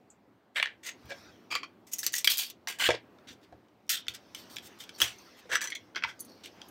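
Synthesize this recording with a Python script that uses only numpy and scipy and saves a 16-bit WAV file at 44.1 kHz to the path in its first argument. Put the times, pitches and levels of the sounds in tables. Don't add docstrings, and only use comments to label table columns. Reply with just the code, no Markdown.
import sys
import numpy as np
from scipy import signal
from scipy.fft import rfft, irfft, next_fast_len
from scipy.io import wavfile
from scipy.ndimage import uniform_filter1d, map_coordinates

SR = 44100
rng = np.random.default_rng(int(sys.argv[2]) if len(sys.argv) > 2 else 0)


def transcribe(signal):
    frames = np.atleast_2d(signal).T
    limited = np.clip(frames, -1, 1)
    pcm = np.round(limited * 32767).astype(np.int16)
    wavfile.write(sys.argv[1], SR, pcm)


def voltage_ratio(decibels):
    exponent = np.asarray(decibels, float) / 20
    return 10 ** exponent


N = 295548
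SIZE = 16384
HZ = np.fft.rfftfreq(SIZE, 1 / SR)

# t/s, level/dB
HUSH = [(0, -63.5), (.6, -65.5), (1.1, -58), (2.2, -63), (3.3, -58), (3.8, -64), (4.5, -56.5), (5.3, -63),
        (6.4, -57.5)]
# f/Hz, density/dB
AIR = [(26, -64), (45, -22.5), (109, -6), (158, -12.5), (183, -4.5), (306, -2.5), (453, -8.5), (741, -11.5),
       (5040, -34.5), (7470, -41.5), (10500, -42), (16000, -41.5)]
# f/Hz, density/dB
SKIN = [(600, 0), (1500, 2), (3000, -2), (4600, -3), (5800, -1), (7500, -18), (12500, -18), (16000, -20)]
# t of peak/s, level/dB, rise/s, fall/s
SLIDES = [
    (1.14, -54, .15, .45),
    (4.4, -58, .3, 1.4),
    (5.25, -61, .2, .9),
    (6.7, -61, .7, .11),
]
# f/Hz, t60/s
WALLS = [(200, 0.088), (2000, 0.18), (6000, 0.13), (14000, 0.033)]
# t/s, peak/dB
THUDS = [
    (1.048, -58.5),
    (2.886, -47.5),
    (3.298, -70),
    (3.529, -64.5),
    (3.904, -69),
    (4.08, -62),
    (5.023, -53.5),
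    (6.047, -61.5),
]

# t/s, peak/dB, favoured mode f/Hz (optional), treble/dB
TICK_HITS = [
    (0.1012, -45, 7000, -23),
]
FLICK_HITS = [
    (0.866, -33, 6550, -4),
    (0.8914, -24, -18),
]
DROP_HITS = [(0.547, -55, 3100, -10), (0.5525, -46, -15), (0.5593, -23, 3200, -22), (0.577, -22, -25),
             (0.5824, -19, -23), (0.5985, -15, -31), (0.627, -10, 2400, -24), (0.6574, -20.5, -28),
             (0.6724, -28, -40)]
LIFT_HITS = [(1.0555, -56, 1220, -4), (1.0984, -40, -20), (1.1055, -28, -34), (1.114, -34, 2300, -38),
             (1.1196, -31, 560, -38)]
SLOT_HITS = [(1.5136, -30, 4680, -14), (1.5213, -31, -14), (1.5522, -13, 4680, -13), (1.5585, -22, -24),
             (1.6314, -24, 4680, -28), (1.6395, -33, 1200, -26)]
PUSH_HITS = [(1.934, -33, 7170, 12), (1.9375, -38, 10), (1.9846, -38, 10), (1.99, -40, 12),
             (2.0005, -44, 10), (2.0309, -24, 1800, -8), (2.0647, -14, -1), (2.1224, -42, 2.5),
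             (2.1314, -33.5, 4), (2.1395, -16, 2000, -6), (2.1524, -30, 4), (2.1824, -24.5, 1)]
PRY_HITS = [(2.2445, -12, -9), (2.2491, -24, 2), (2.2736, -6, -14), (2.2752, -8, 3200, -16),
            (2.2929, -21, 3260, -11.5), (2.2982, -31, 4700, -13.5), (2.3184, -15, 5230, -7.5),
            (2.372, -29, 6660, 4), (2.3807, -28, 13200, 8), (2.3862, -24, 4630, 0),
            (2.4994, -35.5, 5750, 0)]
PULL_HITS = [(2.6727, -22.5, 5870, -16), (2.6824, -32, -12.5), (2.6995, -31, -8), (2.7863, -38, 1910, -8),
             (2.797, -25, -14.5), (2.8013, -27, -14), (2.8202, -22, 1960, -20), (2.8242, -22, 1960, -16)]
SCRAPE_HITS = [(2.8412, -16, -19.5), (2.8639, -14, -22), (2.8682, -24, -14), (2.878, -23, -10)]
LAY_HITS = [(2.8888, -12.5, -21), (2.9048, -15, 2130, -20), (2.9414, -30, -26), (2.9494, -31, 2100, -20)]
TWIST_HITS = [(3.1857, -50, 1355, -26), (3.4371, -55, 1727, -16), (3.447, -53, -26),
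              (3.684, -60, 3200, -22), (3.867, -64, 5400, -4), (3.879, -56, 5400, -12),
              (3.8927, -19, 5470, -12), (4.0678, -37, 1500, -30), (4.0823, -16.5, -22), (4.3476, -29, -10),
              (4.5604, -38.5, -1.5), (4.567, -24, -22), (4.584, -28.5, -15.5), (4.8384, -35, -12),
              (4.8922, -32.5, -19), (6.4585, -35, -11.5), (6.6163, -32.5, -28)]
SNAP_HITS = [
    (5.002, -22, -8),
    (5.0165, -8.5, -9),
    (5.0242, -16, -10),
    (5.033, -26, -8),
    (5.0394, -26.5, -5),
]
REST_HITS = [(3.5244, -56, -15.5), (5.4543, -58, -20), (5.4925, -52, -20), (5.515, -48, -20),
             (5.535, -50, -20)]
TOSS_HITS = [(5.5152, -24, -16.5), (5.5525, -17, -15.5), (5.6083, -23, -18), (5.6146, -22.5, -9),
             (5.6404, -29, 6200, -4), (5.6555, -31, -20), (5.5072, -30, -25), (5.5327, -21, -16),
             (5.5388, -21, -16), (5.5552, -12, 1850, -14), (5.568, -25, -20)]
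SETTLE_HITS = [(5.6729, -25, 1990, -11), (5.681, -41, -24), (5.7022, -31, 6000, -8), (5.7207, -22, -38),
               (5.727, -30, -38), (5.7512, -32, 6900, -6), (5.754, -27, 3300, -26), (5.767, -39, 3300, -28)]
NUDGE_HITS = [(5.9483, -35, 3100, -25), (5.9589, -23, 1500, -17), (5.9638, -17, 1500, -28),
              (5.9778, -30, -22), (6.0235, -27, -38), (6.0372, -14, -26), (6.0465, -21, 900, -30),
              (6.0894, -33.5, 3270, -22.5)]
PICK_HITS = [(5.1847, -46, 6060, -20), (6.1928, -40, 6520, -14), (6.1993, -45, 4600, 2.5),
             (6.2044, -46, 10300, 11.5), (6.2482, -52.5, 10500, 5.5), (6.2933, -59, 4640, -2.5),
             (6.6845, -62.5, 11900, 10)]

# t of peak/s, level/dB, rise/s, fall/s, treble/dB
FLICK_RUBS = [
    (.872, -39, .043, .085, -3),
]
DROP_RUBS = [
    (.568, -28, .012, .11, -18),
    (.635, -43, .005, .15, -24),
]
LIFT_RUBS = [(1.1, -45, .014, .04, -10), (1.122, -47, .02, .05, -30)]
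SLOT_RUBS = [(1.526, -32, .023, .08, -12), (1.567, -43, .02, .09, -14)]
PUSH_RUBS = [(1.87, -62, .003, .09, 7), (1.93, -49, .016, .09, 11), (1.99, -51, .004, .09, 14),
             (2.042, -39, .01, .07, 4), (2.072, -42, .006, .05, 2), (2.135, -41, .003, .02, 6),
             (2.148, -41, .006, .03, 2), (2.162, -39.5, .008, .07, 8), (2.186, -42, .012, .06, 8)]
PRY_RUBS = [(2.252, -39, .004, .04, 9), (2.282, -38, .005, .03, 0), (2.301, -27, .005, .11, 3),
            (2.375, -41, .003, .03, 6), (2.503, -50, .005, .025, 3), (2.396, -31.5, .01, .125, 4)]
PULL_RUBS = [(2.68, -35, .003, .11, -2), (2.789, -39, .003, .04, -2), (2.806, -31, .01, .1, -6)]
SCRAPE_RUBS = [
    (2.84, -29, .035, .07, -9),
    (2.874, -29, .04, .014, -7),
]
LAY_RUBS = [(2.914, -31, .02, .05, -16), (2.945, -39, .015, .06, -24)]
TWIST_RUBS = [(3.29, -43, .02, .055, -16), (3.33, -60, .02, .04, -2), (3.44, -61, .03, .04, -10),
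              (6.46, -50, .008, .04, -6), (3.9, -26, .008, .115, 2), (4.09, -50, .004, .06, 2),
              (4.79, -58, .004, .02, 4), (4.148, -40.5, .012, .035, -3), (4.36, -50.5, .005, .17, -4),
              (4.5, -58, .003, .14, 3), (4.67, -52, .05, .035, 4), (4.806, -45.5, .012, .085, -3),
              (6.44, -43, .006, .05, -13)]
RING_RUBS = [
    (3.97, -48, .05, .16, -30),
]
SQUEAK_RUBS = [(4.4, -60, .04, .1, -3), (4.54, -60, .06, .14, 0), (4.96, -50, .025, .04, -12),
               (5.2, -60, .05, .16, -4), (6.3, -60, .1, .3, -12)]
SNAP_RUBS = [(4.99, -48, .012, .03, 2), (5.01, -33, .008, .04, 0), (5.035, -32, .012, .13, -3),
             (5.4, -55, .035, .025, -6)]
TOSS_RUBS = [(5.502, -44, .012, .05, -10), (5.53, -26.5, .015, .085, -14), (5.622, -35, .012, .11, -2)]
NUDGE_RUBS = [(5.96, -32, .005, .045, -20), (6.03, -42, .008, .03, -25), (6.1, -44, .045, .06, -9)]

# (f/Hz, width/Hz, level/dB)
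TICK_BODY = ([(2940, -61), (5000, -44), (7130, 1), (16000, -65)], [(7590, 36, -6), (12900, 39, -13),
              (14180, 49, -9)])
FLICK_BODY = ([(300, -40), (1200, -22), (2000, -4), (4000, -5), (5500, -12), (9500, -16), (16000, -22)],
               [(1990, 200, 0), (6550, 200, -2), (7630, 150, -7), (8930, 150, -12)])
DROP_BODY = ([(180, -56), (300, -32), (593, -15), (961, -15), (2000, 1), (4090, -11), (4910, -21),
              (16000, -37)], [(592, 70, -11), (1850, 120, -4), (2620, 32, -22), (2960, 57, -10),
              (7700, 150, -20), (9200, 200, -22)])
LIFT_BODY = ([(180, -43), (300, -8), (593, -5), (1010, -23), (1660, -15), (2070, -7.5), (16000, -6)],
              [(560, 33, 10), (1625, 45, 5), (2300, 25, 0)])
SLOT_BODY = ([(180, -55), (400, -30), (1150, -16), (1750, -30), (2400, -8), (3890, -22), (4750, -16),
              (16000, -38)], [(1187, 150, -2), (2400, 240, 2), (3200, 200, -4), (4660, 200, 1),
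              (7000, 250, -14)])
PUSH_BODY = ([(350, -54.5), (600, -23), (1750, -8), (1960, -10), (2680, 2.5), (6460, 0), (7830, -1),
              (16000, -1.5)], [(2000, 150, 2.2), (6300, 1100, 3)])
PRY_BODY = ([(350, -50.5), (600, -23.5), (1780, -11), (2440, -4.5), (2680, 0), (4650, 1), (7410, -3),
             (16000, -1.5)], [(2460, 140, -8), (3330, 120, -2), (4600, 120, 1), (13300, 400, -2)])
PULL_BODY = ([(180, -50), (300, -20), (379, -18), (528, -17.5), (1010, -7), (1750, -13), (1900, 0.5),
              (16000, -17)], [(1620, 90, -4), (2960, 140, -2), (7200, 200, -9), (8700, 250, -12)])
SCRAPE_BODY = ([(300, -40), (900, -24), (1400, -8), (1900, -1), (3000, -3), (5000, -10), (16000, -17)],
                [(1620, 90, -1), (2960, 140, 0), (7200, 200, -6), (8700, 250, -9)])
LAY_BODY = ([(88, -28), (250, -12), (612, 0), (1170, -11), (2140, -5.5), (3200, -6), (8900, -24),
             (16000, -47)], [(410, 40, 0), (500, 44, 0), (620, 28, -1), (2130, 79, -18.5)])
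TWIST_BODY = ([(650, -63), (1100, -36), (1380, -9), (2520, -8), (3150, -5.5), (4270, -7), (7550, -3),
               (16000, -6)], [(3150, 63, -3.5), (3620, 150, -3), (5490, 140, -8)])
RING_BODY = ([(1000, -60), (16000, -60)], [(3600, 260, 0), (3150, 150, -6)])
SQUEAK_BODY = ([(2000, -40), (4000, -16), (6000, -14), (9000, -18), (13000, -12), (16000, -18)],
                [(4500, 150, 0), (5600, 200, -4), (8600, 200, -6), (12600, 150, -2), (13600, 150, 0),
                (14600, 150, -4)])
SNAP_BODY = ([(180, -32.5), (300, -15), (1060, -12), (1560, -10), (3190, -4.5), (4910, -11.5), (6740, -6),
              (16000, -14.5)], [(3240, 110, -17), (5600, 150, -8.5)])
TOSS_BODY = ([(150, -53), (250, -13.5), (816, -13), (1200, -5.5), (1730, -4.5), (4730, -15.5), (6040, -15),
              (16000, -28)], [(1620, 260, -2), (1954, 28, 1.5), (3200, 510, -10), (5990, 250, -8),
              (7770, 250, -13)])
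SETTLE_BODY = ([(500, -45), (1300, -16), (2100, -4), (3400, -6), (4900, -26), (6000, -10), (7800, -14),
                (16000, -28)], [(2130, 70, 6), (3300, 250, -2), (4000, 200, -2), (6000, 250, -4)])
NUDGE_BODY = ([(180, -58), (300, -10.5), (1340, -8), (1970, 0.5), (2650, -5), (3130, -12.5), (5520, -8.5),
               (16000, -93.5)], [(1115, 60, -11), (1510, 140, 5.5), (2120, 150, -3.5), (3230, 150, -5)])
PICK_BODY = ([(2060, -63.5), (3500, -28), (4540, 7), (8210, -11), (9810, 17.5), (12200, 2), (16000, -10)],
              [(4260, 140, 7), (6350, 500, 14), (13700, 300, 8)])

# hits, rubs, body, chatter t60/s, treble edge f/Hz, bass level/dB, usual mode f/Hz
ACTIONS = [
    (TICK_HITS, [], TICK_BODY, .087, 8900, -32, 0),
    (DROP_HITS, DROP_RUBS, DROP_BODY, .02, 5500, -24, 1950),
    (FLICK_HITS, FLICK_RUBS, FLICK_BODY, .03, 5500, -30, 1990),
    (LIFT_HITS, LIFT_RUBS, LIFT_BODY, .04, 5500, -18, 1730),
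    (SLOT_HITS, SLOT_RUBS, SLOT_BODY, .04, 5500, -19, 2370),
    (PUSH_HITS, PUSH_RUBS, PUSH_BODY, .035, 5500, -32, 6200),
    (PRY_HITS, PRY_RUBS, PRY_BODY, .03, 5500, -32, 2420),
    (PULL_HITS, PULL_RUBS, PULL_BODY, .04, 5500, -16, 2980),
    (SCRAPE_HITS, SCRAPE_RUBS, SCRAPE_BODY, .03, 5500, -34, 2980),
    (LAY_HITS, LAY_RUBS, LAY_BODY, .045, 5500, -11, 505),
    (TWIST_HITS, TWIST_RUBS, TWIST_BODY, .019, 5500, -32, 3350),
    ([], RING_RUBS, RING_BODY, .05, 5500, -34, 3600),
    ([], SQUEAK_RUBS, SQUEAK_BODY, .05, 5500, -34, 4500),
    (SNAP_HITS, SNAP_RUBS, SNAP_BODY, .03, 5500, -21, 3200),
    (REST_HITS, [], LAY_BODY, .06, 5500, 8, 430),
    (TOSS_HITS, TOSS_RUBS, TOSS_BODY, .04, 5500, -34, 1700),
    (SETTLE_HITS, [], SETTLE_BODY, .05, 5500, -34, 2130),
    (NUDGE_HITS, NUDGE_RUBS, NUDGE_BODY, .035, 5500, -28, 2060),
    (PICK_HITS, [], PICK_BODY, .055, 7670, -32, 0),
]


def unit(x):
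    return x / np.sqrt(np.mean(x ** 2) + 1e-20)


def along(points, hz):
    f, v = np.transpose(points)
    return np.interp(np.log(hz + 1), np.log(f + 1), v)


def under(hz, edge_hz):
    return 1 / (1 + (hz / edge_hz) ** 6) + 1e-4


def over(hz, edge_hz):
    return under(edge_hz, hz + 1)


def filtered(x, gain):
    m = next_fast_len(len(x) + SIZE)
    return irfft(rfft(x, m) * gain(np.fft.rfftfreq(m, 1 / SR)), m)[:len(x)]


def add(track, s, x):
    part = track[round(s * SR):][:len(x)]
    part += x[:len(part)]


def wobble(rate_hz, count):
    knots = rng.standard_normal(int(count * rate_hz / SR) + 4)
    return map_coordinates(knots, [np.arange(count) * rate_hz / SR])


def swell(t, s, rise_s, fall_s):
    rise_db = 12 * np.clip((s - t) / rise_s, 0, None)
    fall_db = 30 * np.clip((t - s) / fall_s, 0, None) ** 1.3
    return -rise_db - fall_db


def patchy(spectrum, patchy_db, wide, long):
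    z = signal.stft(rng.standard_normal(N), nperseg=512)[2]
    field = uniform_filter1d(rng.standard_normal(z.shape), wide, 0)
    field = uniform_filter1d(field, long, 1)
    noise = signal.istft(z * voltage_ratio(patchy_db * unit(field)), nperseg=512)[1][:N]
    return unit(filtered(noise, lambda hz: voltage_ratio(along(spectrum, hz))))


def hush():
    t = np.arange(N) / SR
    air = voltage_ratio(np.interp(t, *np.transpose(HUSH))) * patchy(AIR, patchy_db=1.5, wide=5, long=12)
    slides = sum(voltage_ratio(db + swell(t, s, rise_s, fall_s)) for s, db, rise_s, fall_s in SLIDES)
    pressure = voltage_ratio(1.5 * wobble(6.5, N))
    return air + slides * pressure * patchy(SKIN, patchy_db=4, wide=4, long=9)


def room(x):
    hz, t, z = signal.stft(rng.standard_normal(SR // 2), SR, nperseg=256)
    decay = voltage_ratio(-60 * t / along(WALLS, hz)[:, None])
    tail = signal.istft(z * decay, SR, nperseg=256)[1]
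    delayed = np.pad(x, (130, 0))
    return signal.fftconvolve(delayed, tail / np.linalg.norm(tail))[:N]


def bench():
    out, t = np.zeros(N), np.arange(SR // 2) / SR
    swing = voltage_ratio(-60 * t / .13) * np.sin(2 * np.pi * 75 * t)
    swing += .55 * voltage_ratio(-60 * t / .29) * np.sin(2 * np.pi * 118 * t)
    onset = 1 - np.exp(-t / .0027)
    for s, db in THUDS:
        add(out, s, voltage_ratio(db + 13.5) * onset * swing)
    return out


def colour(body, hz):
    broad, peaks = body
    power = voltage_ratio(2 * (along(broad, hz) - 4))
    for centre_hz, width_hz, db in peaks:
        power = power + voltage_ratio(2 * db) / (1 + (2 * (hz - centre_hz) / width_hz) ** 2)
    return np.sqrt(power) + 1e-6


def causal(gain):
    c = irfft(np.log(gain), SIZE)
    c[1:SIZE // 2] *= 2
    c[SIZE // 2 + 1:] = 0
    return np.exp(rfft(c))


def rubbing(rubs, body, friction):
    slips_hz, rough_db, split_hz, treble_sag_db = 2500, 1.7, 5500, 9
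    out, ridges = np.zeros(N), rng.random((2, N))
    rough = rough_db * wobble(160, N)
    for s, db, rise_s, fall_s, treble_db in rubs:
        span = slice(round((s - rise_s) * SR), round((s + fall_s) * SR))
        t = np.arange(N)[span] / SR
        chance, size = ridges[:, span]
        slips = (chance < slips_hz / SR) * size ** 2
        drive = (1 + 2.5 * slips) * friction[span]
        low = unit(filtered(drive, lambda hz: colour(body, hz) * under(hz, split_hz)))
        high = unit(filtered(drive, lambda hz: colour(body, hz) * over(hz, split_hz)))
        bright = voltage_ratio(treble_db - treble_sag_db * np.clip((t - s) / fall_s, 0, 1))
        edges = np.clip(np.minimum((t - t[0]) / (.001 + .15 * rise_s), (t[-1] - t) / .005), 0, 1)
        level = voltage_ratio(db - 3 + swell(t, s, rise_s, fall_s) + rough[span])
        out[span] += edges * level * (low + bright * high)
    return out


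def struck(db, t60_s):
    crack_db, crack_grows, crack_t60_s = 17, .25, .0028
    t = np.arange(SIZE // 2) / SR
    crack = voltage_ratio(crack_db + crack_grows * (db + 15) - 60 * t / crack_t60_s)
    chatter = rng.standard_normal(len(t)) * (voltage_ratio(-60 * t / t60_s) + crack)
    chatter *= 1 - np.exp(-t / .0004)
    for delay, strength in rng.random((3, 2)):
        chatter = chatter + .55 * strength * np.roll(chatter, int(8 + 50 * delay))
    return chatter


def contacts(hits, body, t60_s, treble_hz, bass_db, usual_hz):
    out = np.zeros(N)
    middle = over(HZ, 1200) * under(HZ, treble_hz)
    treble = over(HZ, treble_hz)
    bass = under(HZ, 1200) * over(HZ, 260)
    parts = [causal(colour(body, HZ) * share) for share in (middle, treble, bass)]
    for s, db, *spot_hz, treble_db in hits:
        hz = spot_hz[0] if spot_hz else usual_hz * (1 + .04 * rng.standard_normal())
        width_hz = 230 + .055 * hz
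        mode = 1j * HZ * width_hz / (hz ** 2 - HZ ** 2 + 1j * HZ * width_hz)
        force = rfft(struck(db, t60_s), SIZE)
        rings = irfft(force * np.array(parts + [mode ** 2]), SIZE)
        mode_db = db - 8 + (max(treble_db, 0) if hz > treble_hz else 0)
        levels_db = [db - 3.5, db + treble_db + 5.5, db + bass_db + 4.5, mode_db]
        add(out, s, voltage_ratio(levels_db) / np.abs(rings).max(axis=1) @ rings)
    return out


def work():
    friction = patchy([(1000, 0)], patchy_db=2.4, wide=3, long=11)
    out = np.zeros(N)
    for hits, rubs, body, t60_s, treble_hz, bass_db, usual_hz in ACTIONS:
        out += contacts(hits, body, t60_s, treble_hz, bass_db, usual_hz)
        out += rubbing(rubs, body, friction)
    return out


def scene():
    near = work()
    return (near + voltage_ratio(-11) * room(near) + bench() + hush())[None]


def low_pass(x):
    return signal.sosfilt(signal.butter(12, 16810, fs=SR, output="sos"), x)


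def record(dry):
    def microphone(hz):
        dip = voltage_ratio(-9 / (1 + ((hz - 10400) / 400) ** 2))
        top = .02 + 1 / (1 + (hz / 15850) ** 150)
        return over(hz, 52) * dip * top

    heard = filtered(dry[0], microphone)
    return low_pass(heard[None])


dry = scene()
out = record(dry)
transcribe(out)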